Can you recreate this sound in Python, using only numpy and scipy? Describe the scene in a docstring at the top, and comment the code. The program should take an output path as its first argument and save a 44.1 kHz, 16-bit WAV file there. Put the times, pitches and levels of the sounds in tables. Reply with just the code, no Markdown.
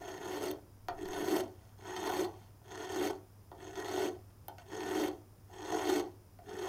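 """In a small workshop with a faint hum, a flat hand file is pushed in eight strokes across a silver strip.
The end of the strip is held on a wooden bench pin. Each stroke bites harder towards its end.
The rasp is a fast uneven train of noise bursts that rings filters for metal, pin, bench and cutting edges.
Short blows through the same bodies make the taps as the file is set down and the odd snag on a burr.
Some returns brush lightly over the work, and short decaying noise answers as the room."""
import sys
import numpy as np
from scipy import signal
from scipy.fft import rfft, irfft, next_fast_len
from scipy.io import wavfile
from scipy.ndimage import uniform_filter1d, map_coordinates

SR = 44100
rng = np.random.default_rng(int(sys.argv[2]) if len(sys.argv) > 2 else 0)


def unload_wav(signal):
    """Save mono or channel-first audio to the path in sys.argv[1] as 16-bit WAV at rate SR, clipped to [-1, 1]."""
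    wavfile.write(
        sys.argv[1],
        SR,
        np.round(np.clip(np.atleast_2d(signal).T, -1, 1) * 32767).astype(np.int16),
    )


N = 294588

# Colour of the background air. Each row: frequency in Hz, relative density in dB per Hz.
AIR_COLOUR = [(20, -8.5), (55, -1), (100, 4), (150, -6), (420, -12.5), (520, -16.5), (1000, -19),
              (2000, -29.5), (4400, -35.5), (5000, -27.5), (7000, -34.5), (8600, -36), (9300, -28.5),
              (12700, -35.5), (13500, -28), (15700, -32.5)]
# Mains hum and a thin electrical whine. Each row: frequency in Hz, level in dB rms.
HUM_TONES = [(100, -60.5), (7127, -91), (14250, -88)]
# Decay of the workshop. Each row: frequency in Hz, time to fall 60 dB in seconds.
ROOM_DECAY = [(300, 0.33), (1000, 0.26), (4000, 0.12), (14000, 0.072)]
# Resonances of the bench, of the wooden pin, and of the file with the strip. Each row: centre in Hz,
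# half width at half amplitude in Hz, level in dB under the file's tip, level in dB under its belly.
BENCH_MODES = [(174, 20, -29, -33.5), (206.3, 6.3, -17, -17), (244, 5.2, -28, -17.5), (294.6, 8, -14.5, -5),
               (313.8, 7.8, -6.5, -8), (348, 16, -9, -4.5), (371.4, 9, 0.5, 3.5), (390.8, 7.7, -1, -5),
               (415.5, 28.3, -6.5, -8.5)]
PIN_MODES = [(529, 15, -5, 0.5), (562.9, 23, -21, -3), (656, 26.3, -2, 2.5), (681, 20, -1, -13),
             (704.4, 22, 1, -5), (753, 18, 0.5, 4), (823, 45, -2, -5), (898, 12, 1.5, -0.5),
             (925, 27, -1.5, -30.5), (986, 45, -3.5, -9), (1040, 50, -7, -12), (1107, 57, -9, -8.5)]
METAL_MODES = [(1215, 26, -5, -2), (1307, 25, -2.5, 1.5), (1410, 53, -5, -3), (1499, 46, -3, 0),
               (1736, 47, -3, -4.5), (1844, 47, 1, -3.5), (1953, 123, -9.5, -4), (2186, 64, -10, -4),
               (2404, 29, -16, -8), (2625, 116, -11.5, -8), (2825, 98, -12.5, -7), (3150, 86, -8, -3),
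               (3322, 46, -4, -4), (3580, 130, -11.5, -6.5), (4262, 206, -13, -7), (4532, 81, -15, -5.5),
               (5030, 77, -24, -13), (5450, 350, -15, -12.5), (6040, 75, -13.5, -6), (6450, 160, -6, -6),
               (6710, 96, -15.5, -12), (7130, 170, -15.5, -15.5), (7780, 84, -15, -13),
               (8430, 345, -18.5, -17.5)]
# Spectrum of the cutting edges. Each row: frequency in Hz, level in dB under the tip, dB under the belly.
EDGE_SPECTRUM = [(3900, -20, -59), (7300, -1, -10.5), (9100, -16, -6), (10170, -3, -9.5), (10500, 0.5, -1),
                 (11600, -5, -8.5), (12500, -3, 1), (13300, 0, -5.5), (14500, -10, 0), (15800, -20, -21)]
# The file lands or snags. Each row: time in seconds, knock of the pin in dB, ring of the metal in dB,
# tick in dB, hardness of the blow on the metal in Hz.
CONTACTS = [(0.016, -20, -50, -45.5, 1604), (0.514, -33, -35, -22, 12000), (0.8847, -8, -16.5, -32.5, 1447),
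            (1.0827, -33, -40, -38.5, 9000), (1.1329, -15, -21, -36, 5985), (1.9645, -25, -19, -37, 9000),
            (2.251, -16.5, -47, -47, 5000), (2.615, -38, -57, -62, 999), (3.5161, -20.5, -35.5, -50, 1206),
            (3.7564, -27, -26, -47, 8900), (3.977, -11.5, -33, -42, 3000), (4.483, -17.5, -28.5, -20, 5040),
            (4.5836, -27.5, -29.5, -44, 5000), (5.4988, -30, -54.5, -51, 1999),
            (5.722, -12, -24, -44, 4000), (6.3889, -25.5, -41, -49, 1198), (6.4854, -27, -37, -57, 5904)]
# Forward strokes. Each row: touch, bite and letting go in seconds, rasp at the bite and at the end in dB,
# extra in the bench, in the pin and in the fizz in dB, boom of the bench's lowest modes in dB,
# band that the pin favours in Hz.
STROKES = [(0.0, 0.012, 0.516, -56.5, -47.5, -1.5, 0.5, 2, 6, 578.8),
           (0.945, 0.982, 1.409, -59, -43.5, -1, 0, 3.5, 11.5, 630),
           (1.789, 1.87, 2.255, -51.5, -45.5, -1.5, 0.2, 1.5, 6.5, 872.3),
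           (2.65, 2.716, 3.11, -53, -46, -2, -0.5, -0.5, 2, 800),
           (3.556, 3.6, 4.086, -59.5, -45.5, 0, 0, -1, 4, 689.4),
           (4.665, 4.724, 5.084, -52.5, -44.5, 1, 0, 1, 4.5, 800),
           (5.489, 5.531, 6.005, -60, -42.5, -0.5, 0.5, -1, -1.5, 840.7),
           (6.44, 6.487, 6.95, -57.5, -42, 4, -1.5, 2, 4.5, 760)]
# How metal, bench, pin and cutting edges, in that order, answer the push. Each row: level against the
# rasp in dB, extra at the bite in dB, drop as the hand slows in dB, step at the release in dB, decay in dB/s.
ANSWERS = [(0, 0, -4, -8, 190), (9.5, -4.5, -3, -1, 200), (2.5, -1.5, -3, 0, 207),
           (-9.5, -9.5, -6, -8, 300)]
# The teeth skate (below 0) or dig in (above 0). Each row: time and half length in seconds, change in dB.
GRIPS = [(0.09, 0.02, 3), (0.195, 0.034, -5), (0.4, 0.016, -4), (0.445, 0.021, 1.5), (1.19, 0.04, 1.5),
         (1.256, 0.03, -2.5), (2.085, 0.042, 2.5), (2.235, 0.022, -2), (2.877, 0.02, -5.5),
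         (3.055, 0.031, 3), (3.729, 0.027, -6), (3.791, 0.014, 3.5), (5.73, 0.058, 3), (5.9, 0.018, 3)]
# The work judders on the pin (above 0) or the fingers damp it (below 0).
# Each row: time and half length in seconds, change in the bench in dB, change in the pin in dB.
JUDDERS = [(0.503, 0.016, 4.5, -0.5), (1.03, 0.039, 8.5, 0), (1.32, 0.036, 3.5, 0), (1.38, 0.035, -1, 3.5),
           (2.11, 0.043, -2, 4), (2.22, 0.023, 7, 0), (3.004, 0.028, 6, -1), (3.1, 0.012, 8, 5),
           (3.794, 0.014, 4, -2), (3.86, 0.047, -5, 0), (5.75, 0.018, 8, 3), (5.81, 0.039, -4, 2.5),
           (5.945, 0.062, 4.5, -2.5), (6.675, 0.02, -0.5, 5)]
# The file brushes the work between strokes. Each row: time and half length in seconds, rasp in dB.
BRUSHES = [(1.66, 0.11, -73.5), (2.42, 0.08, -70.5), (4.305, 0.02, -77), (4.61, 0.025, -65)]

TOP_HZ = 15850  # band limit of the recorder
ROOM_DULL_HZ = 9100  # the walls return little above this
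TOUCH_DB = -16  # a file that only touches, under one that bites
TOUCH_POWER = 0.7  # the teeth catch suddenly rather than gradually
TOUCH_LEAD_S = 0.008  # the first graze comes this long before the file settles
SWELL_POWER = 1.65  # the push grows fast at first, then levels off
EASE_S = 0.047  # the hand slows just before it lets go
RELEASE_S = 0.012  # time the teeth take to leave the edge
FIZZ_GRIP = 1.4  # the fizz follows the grip more steeply than the rasp does
BRUSH_PIN_DB = 1.5  # the pin's share of the brushing, against the rasp


def amp(db):
    """Decibels to gain."""
    return 10 ** (np.asarray(db) / 20)


def unit(x):
    """x at rms 1."""
    return x / np.sqrt(np.mean(x ** 2) + 1e-20)


def steady(x, span):
    """x held at rms 1 over span seconds."""
    power = np.abs(uniform_filter1d(x ** 2, int(span * SR) + 1))
    return x / np.sqrt(power + 1e-12)


def along(points, hz):
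    """Reads (Hz, value) points on a log frequency axis."""
    f, v = np.transpose(points)
    return np.interp(np.log(hz + 1), np.log(f + 1), v)


def wobble(rate):
    """A smooth random curve, rate knots a second."""
    knots = rng.standard_normal(int(N * rate / SR) + 4)
    return map_coordinates(knots, [np.arange(N) * rate / SR])


def swells(rows):
    """A bell-shaped swell of height 1 for each row (time, half length, ..), followed by the other columns."""
    s, span, *columns = np.transpose(rows)
    t = np.arange(N) / SR
    return np.exp(-((t - s[:, None]) / span[:, None]) ** 2), *columns


def filtered(x, gain):
    """x times a gain that depends on frequency."""
    m = next_fast_len(N + SR // 2)
    return irfft(rfft(x, m) * gain(np.fft.rfftfreq(m, 1 / SR)), m)[:N]


def impulse(gain, size=16384):
    """The causal (minimum-phase) impulse response, of energy 1, that has this gain shape."""
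    cepstrum = irfft(np.log(np.maximum(gain(np.fft.rfftfreq(size, 1 / SR)), 1e-6)))
    # folding the cepstrum forward in time makes the response causal
    cepstrum[1:size // 2] *= 2
    cepstrum[size // 2 + 1:] = 0
    h = irfft(np.exp(rfft(cepstrum)))
    return h / np.linalg.norm(h)


def ring(force, response):
    """A body's answer to a force."""
    return signal.fftconvolve(force, response)[:N]


def background(air_db, waver, whine_waver):
    """Room rumble and hiss as coloured noise, with hum and whine whose phases (radians) drift slightly."""
    t = np.arange(N) / SR
    air = unit(filtered(rng.standard_normal(N), lambda hz: amp(along(AIR_COLOUR, hz))))
    hum = np.zeros(N)
    for hz, db in HUM_TONES:
        drift = waver * wobble(3.8) + whine_waver * hz / TOP_HZ * wobble(60)
        hum += amp(db) * np.sqrt(2) * np.sin(2 * np.pi * hz * t + drift)
    return amp(air_db) * air + hum


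def workshop(x):
    """The room's answer: a tail of decaying noise whose treble dies first."""
    hz, t, z = signal.stft(rng.standard_normal(SR * 3 // 4), SR, nperseg=256)
    decay = amp(-60 * t / along(ROOM_DECAY, hz)[:, None])
    tail = signal.istft(z * decay, SR, nperseg=256)[1]
    delayed = np.pad(unit(tail) / np.sqrt(len(tail)), (int(.004 * SR), 0))
    dulled = filtered(x, lambda hz: 1 / (1 + (hz / ROOM_DULL_HZ) ** 4))
    return ring(dulled, delayed)


def sway(at, span, db, sway_hz):
    """The bench rumbles briefly after the hardest landing: low noise under a bell-shaped swell."""
    rumble = unit(filtered(rng.standard_normal(N), lambda hz: 1 / (1 + (hz / sway_hz) ** 4)))
    return amp(db) * rumble * np.exp(-((np.arange(N) / SR - at) / span) ** 2)


def resonances(modes):
    """Impulse responses of a body with steep-sided modes, for tip and for belly contact."""
    centre, width, *levels = np.transpose(modes)

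    def shapes(hz):
        return 1 / (1 + ((hz[:, None] - centre) / width) ** 2) ** 2

    return [impulse(lambda hz: np.sqrt(shapes(hz) @ amp(db) ** 2)) for db in levels]


def contacts(bench, pin, metal, edges, skid, skid_db, knock_hz, knock_width_hz, thud_db):
    """Each contact is a sharp blow with a short skid; it knocks the pin, rings the metal and ticks."""
    t = np.arange(SR // 4) / SR
    out = np.zeros(N + len(t))

    def lowpass(x, order, hz):
        return signal.sosfilt(signal.butter(order, hz, fs=SR, output="sos"), x)

    # a blow from above mostly wakes the middle modes of the pin
    knock = ring(pin, impulse(lambda hz: 1 / (1 + ((hz - knock_hz) / knock_width_hz) ** 2)))
    # a little of it thuds into the bench
    knock = knock[:len(bench)] / np.linalg.norm(knock) + amp(thud_db) * bench
    # steel on a sharp edge gives a very short, bright snap
    highpass = signal.butter(2, 13000, "high", fs=SR, output="sos")
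    snap = lowpass(signal.sosfilt(highpass, signal.unit_impulse(len(t))), 8, TOP_HZ)
    for s, knock_db, ring_db, tick_db, hard_hz in CONTACTS:
        scrape = amp(skid_db - 60 * t / skid) * rng.standard_normal(len(t))
        blow = signal.unit_impulse(len(t)) + scrape
        cushioned = lowpass(blow, 1, min(hard_hz, TOP_HZ))
        parts = (blow, knock, knock_db), (cushioned, metal, ring_db), (snap, edges, tick_db)
        for force, body, db in parts:
            sound = ring(force, body)[:len(t)]
            out[round(s * SR):][:len(t)] += amp(db) * sound / np.linalg.norm(sound)
    return out[:N]


def teeth(speed, slow_hz, fast_hz, scatter, size_db, tear, rub):
    """Every tooth that passes tears a chip in a tiny burst, over the rubbing of the flats."""
    rate = (slow_hz + (fast_hz - slow_hz) * speed) * amp(.6 * wobble(25))
    at = np.flatnonzero(np.diff(np.floor(np.cumsum(rate) / SR)))
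    grit = rng.standard_normal(N)
    chance = rng.standard_normal((N // 10, 2))[:len(at)]
    # scatter is a share of the spacing between teeth
    at = np.clip(at + scatter * SR / rate[at] * chance[:, 0], 0, N - 1).astype(int)
    bite_power = amp(size_db * np.clip(chance[:, 1], -2, 2)) ** 2
    catches = np.bincount(at, bite_power, N)
    tearing = np.exp(-np.arange(SR // 100) / (tear * SR))
    bursts = np.sqrt(np.abs(ring(catches, tearing)))
    return grit * (steady(bursts, span=0.08) + rub)


def chatter(per_second, jump, settle, drift_db):
    """The file grips and slips: the force jumps at each slip and settles again."""
    slips = (rng.random(N) < per_second / SR) * rng.random(N) ** 2
    settling = np.exp(-np.arange(SR // 40) / (settle * SR))
    return (1 + jump * ring(slips, settling)) * amp(drift_db * wobble(130))


def patchy(x, depth_db, order, size):
    """Every burr tears with its own colour: random gains over short patches of time and frequency."""
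    z = signal.stft(x, nperseg=order)[2]
    field = uniform_filter1d(rng.standard_normal(z.shape), size, axis=0)
    field = uniform_filter1d(field, size, axis=1)
    return signal.istft(z * amp(depth_db * unit(field)), nperseg=order)[1][:N]


def held(x, favour_db, width_hz):
    """The hold of the fingers favours its own band of the pin in each stroke."""
    out = np.zeros(N)
    for touch, *_, centre in STROKES:
        start = max(int(touch * SR), 0)
        favoured = filtered(x, lambda hz: amp(favour_db / (1 + ((hz - centre) / width_hz) ** 2)))
        out[start:] = favoured[start:]
    return steady(out, span=0.044)


def stroke_controls(lead, travel, unsteady_db):
    """One push sets the gains of four bodies, the contact's place from tip (0) to belly (1), and the boom."""
    t = np.arange(N) / SR
    gains, belly, boom = np.zeros((4, N)), np.zeros(N), np.ones(N)
    level_db, early_db, ease_db, step_db, decay = np.transpose(ANSWERS)[:, :, None]
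    for touch, bite, lift, bite_db, end_db, bench_db, pin_db, fizz_db, boom_db, _ in STROKES:
        near = (t > touch - TOUCH_LEAD_S) & (t < lift + .3)
        now = t[near]
        ahead = np.clip((lift - now) / (lift - bite), 0, 1)  # share of the stroke still to go
        attack = TOUCH_DB * np.maximum((bite - now) / (bite - touch), 0) ** TOUCH_POWER
        push = end_db + (bite_db - end_db) * ahead ** SWELL_POWER + attack
        # rasp and fizz drop sharply when the teeth let go, while the wood rings on
        easing = np.clip(1 - (lift - now) / EASE_S, 0, 1)
        after = np.maximum(now - lift, 0)
        release = ease_db * easing + step_db * np.minimum(after / RELEASE_S, 1) - decay * after
        extra = [[0], [bench_db], [pin_db], [fizz_db]]
        gains[:, near] += amp(push + level_db + early_db * ahead + release + extra)
        belly[near] = .5 + .5 * np.tanh((now - lift + lead) / travel)
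        boom[near] = amp(boom_db)
    grips, grip_db = swells(GRIPS)
    judders, thrum_db, grind_db = swells(JUDDERS)
    brushes, brush_db = swells(BRUSHES)
    grip = grip_db @ grips + unsteady_db * wobble(30)
    changes = [grip, grip + thrum_db @ judders, grip + grind_db @ judders, FIZZ_GRIP * grip]
    rasp, thrum, grind, fizz = gains * amp(changes)
    brush = amp(brush_db) @ brushes
    return (rasp + brush, thrum, grind + amp(BRUSH_PIN_DB) * brush, fizz), belly, boom


def filing(bench, pin, metal, edges, boom_hz):
    """The tooth force drives all four bodies; the louder the rasp, the faster the file runs."""
    (rasp, thrum, grind, fizz), belly, boom = stroke_controls(lead=0.16, travel=0.11, unsteady_db=.5)
    speed = np.sqrt(rasp / rasp.max())
    cutting = teeth(speed, slow_hz=401.0, fast_hz=1249.6, scatter=.2, size_db=3, tear=0.00022, rub=0.29)
    slipping = chatter(per_second=260, jump=1.25, settle=0.001, drift_db=1.05)
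    force = steady(cutting * slipping, span=.04)
    sharp = patchy(force, depth_db=2.0, order=192, size=5)
    dull = patchy(force, depth_db=0.5, order=1024, size=4)

    def drive(x, body):
        tip_sound, belly_sound = ring(x, body[0]), ring(x, body[1])
        return steady((1 - belly) * tip_sound + belly * belly_sound, span=0.038)

    table = thrum * drive(dull, bench)
    # a leaning hand brings out the bench's lowest modes
    table += (boom - 1) * filtered(table, lambda hz: 1 / (1 + (hz / boom_hz) ** 10))
    wood = table + grind * held(drive(dull, pin), favour_db=4.5, width_hz=120)
    return wood + rasp * drive(sharp, metal) + fizz * drive(sharp, edges)


def scene():
    """Strokes and contacts sound through the same bodies into the room."""
    bench, pin, metal = (resonances(modes) for modes in (BENCH_MODES, PIN_MODES, METAL_MODES))
    edge_hz, *edge_levels = np.transpose(EDGE_SPECTRUM)
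    edges = [impulse(lambda hz: amp(along(np.c_[edge_hz, db], hz))) for db in edge_levels]
    strokes = filing(bench, pin, metal, edges, boom_hz=290.95)
    # the taps use the tip response of the pin and the belly responses of the rest
    taps = contacts(bench[1], pin[0], metal[1], edges[1], skid=0.018, skid_db=-21.0,
                    knock_hz=686, knock_width_hz=175, thud_db=-13)
    room = workshop(amp(-12.0) * strokes + amp(-4.0) * taps)
    rumble = sway(at=1.023, span=0.19, db=-55, sway_hz=38)
    air = background(air_db=-59.5, waver=0.57, whine_waver=1.1)
    return (strokes + taps + room + rumble + air)[None]


def record(dry):
    """The recorder keeps nothing above its band limit."""
    return filtered(dry[0], lambda hz: hz < TOP_HZ)[None]


dry = scene()
out = record(dry)
unload_wav(out)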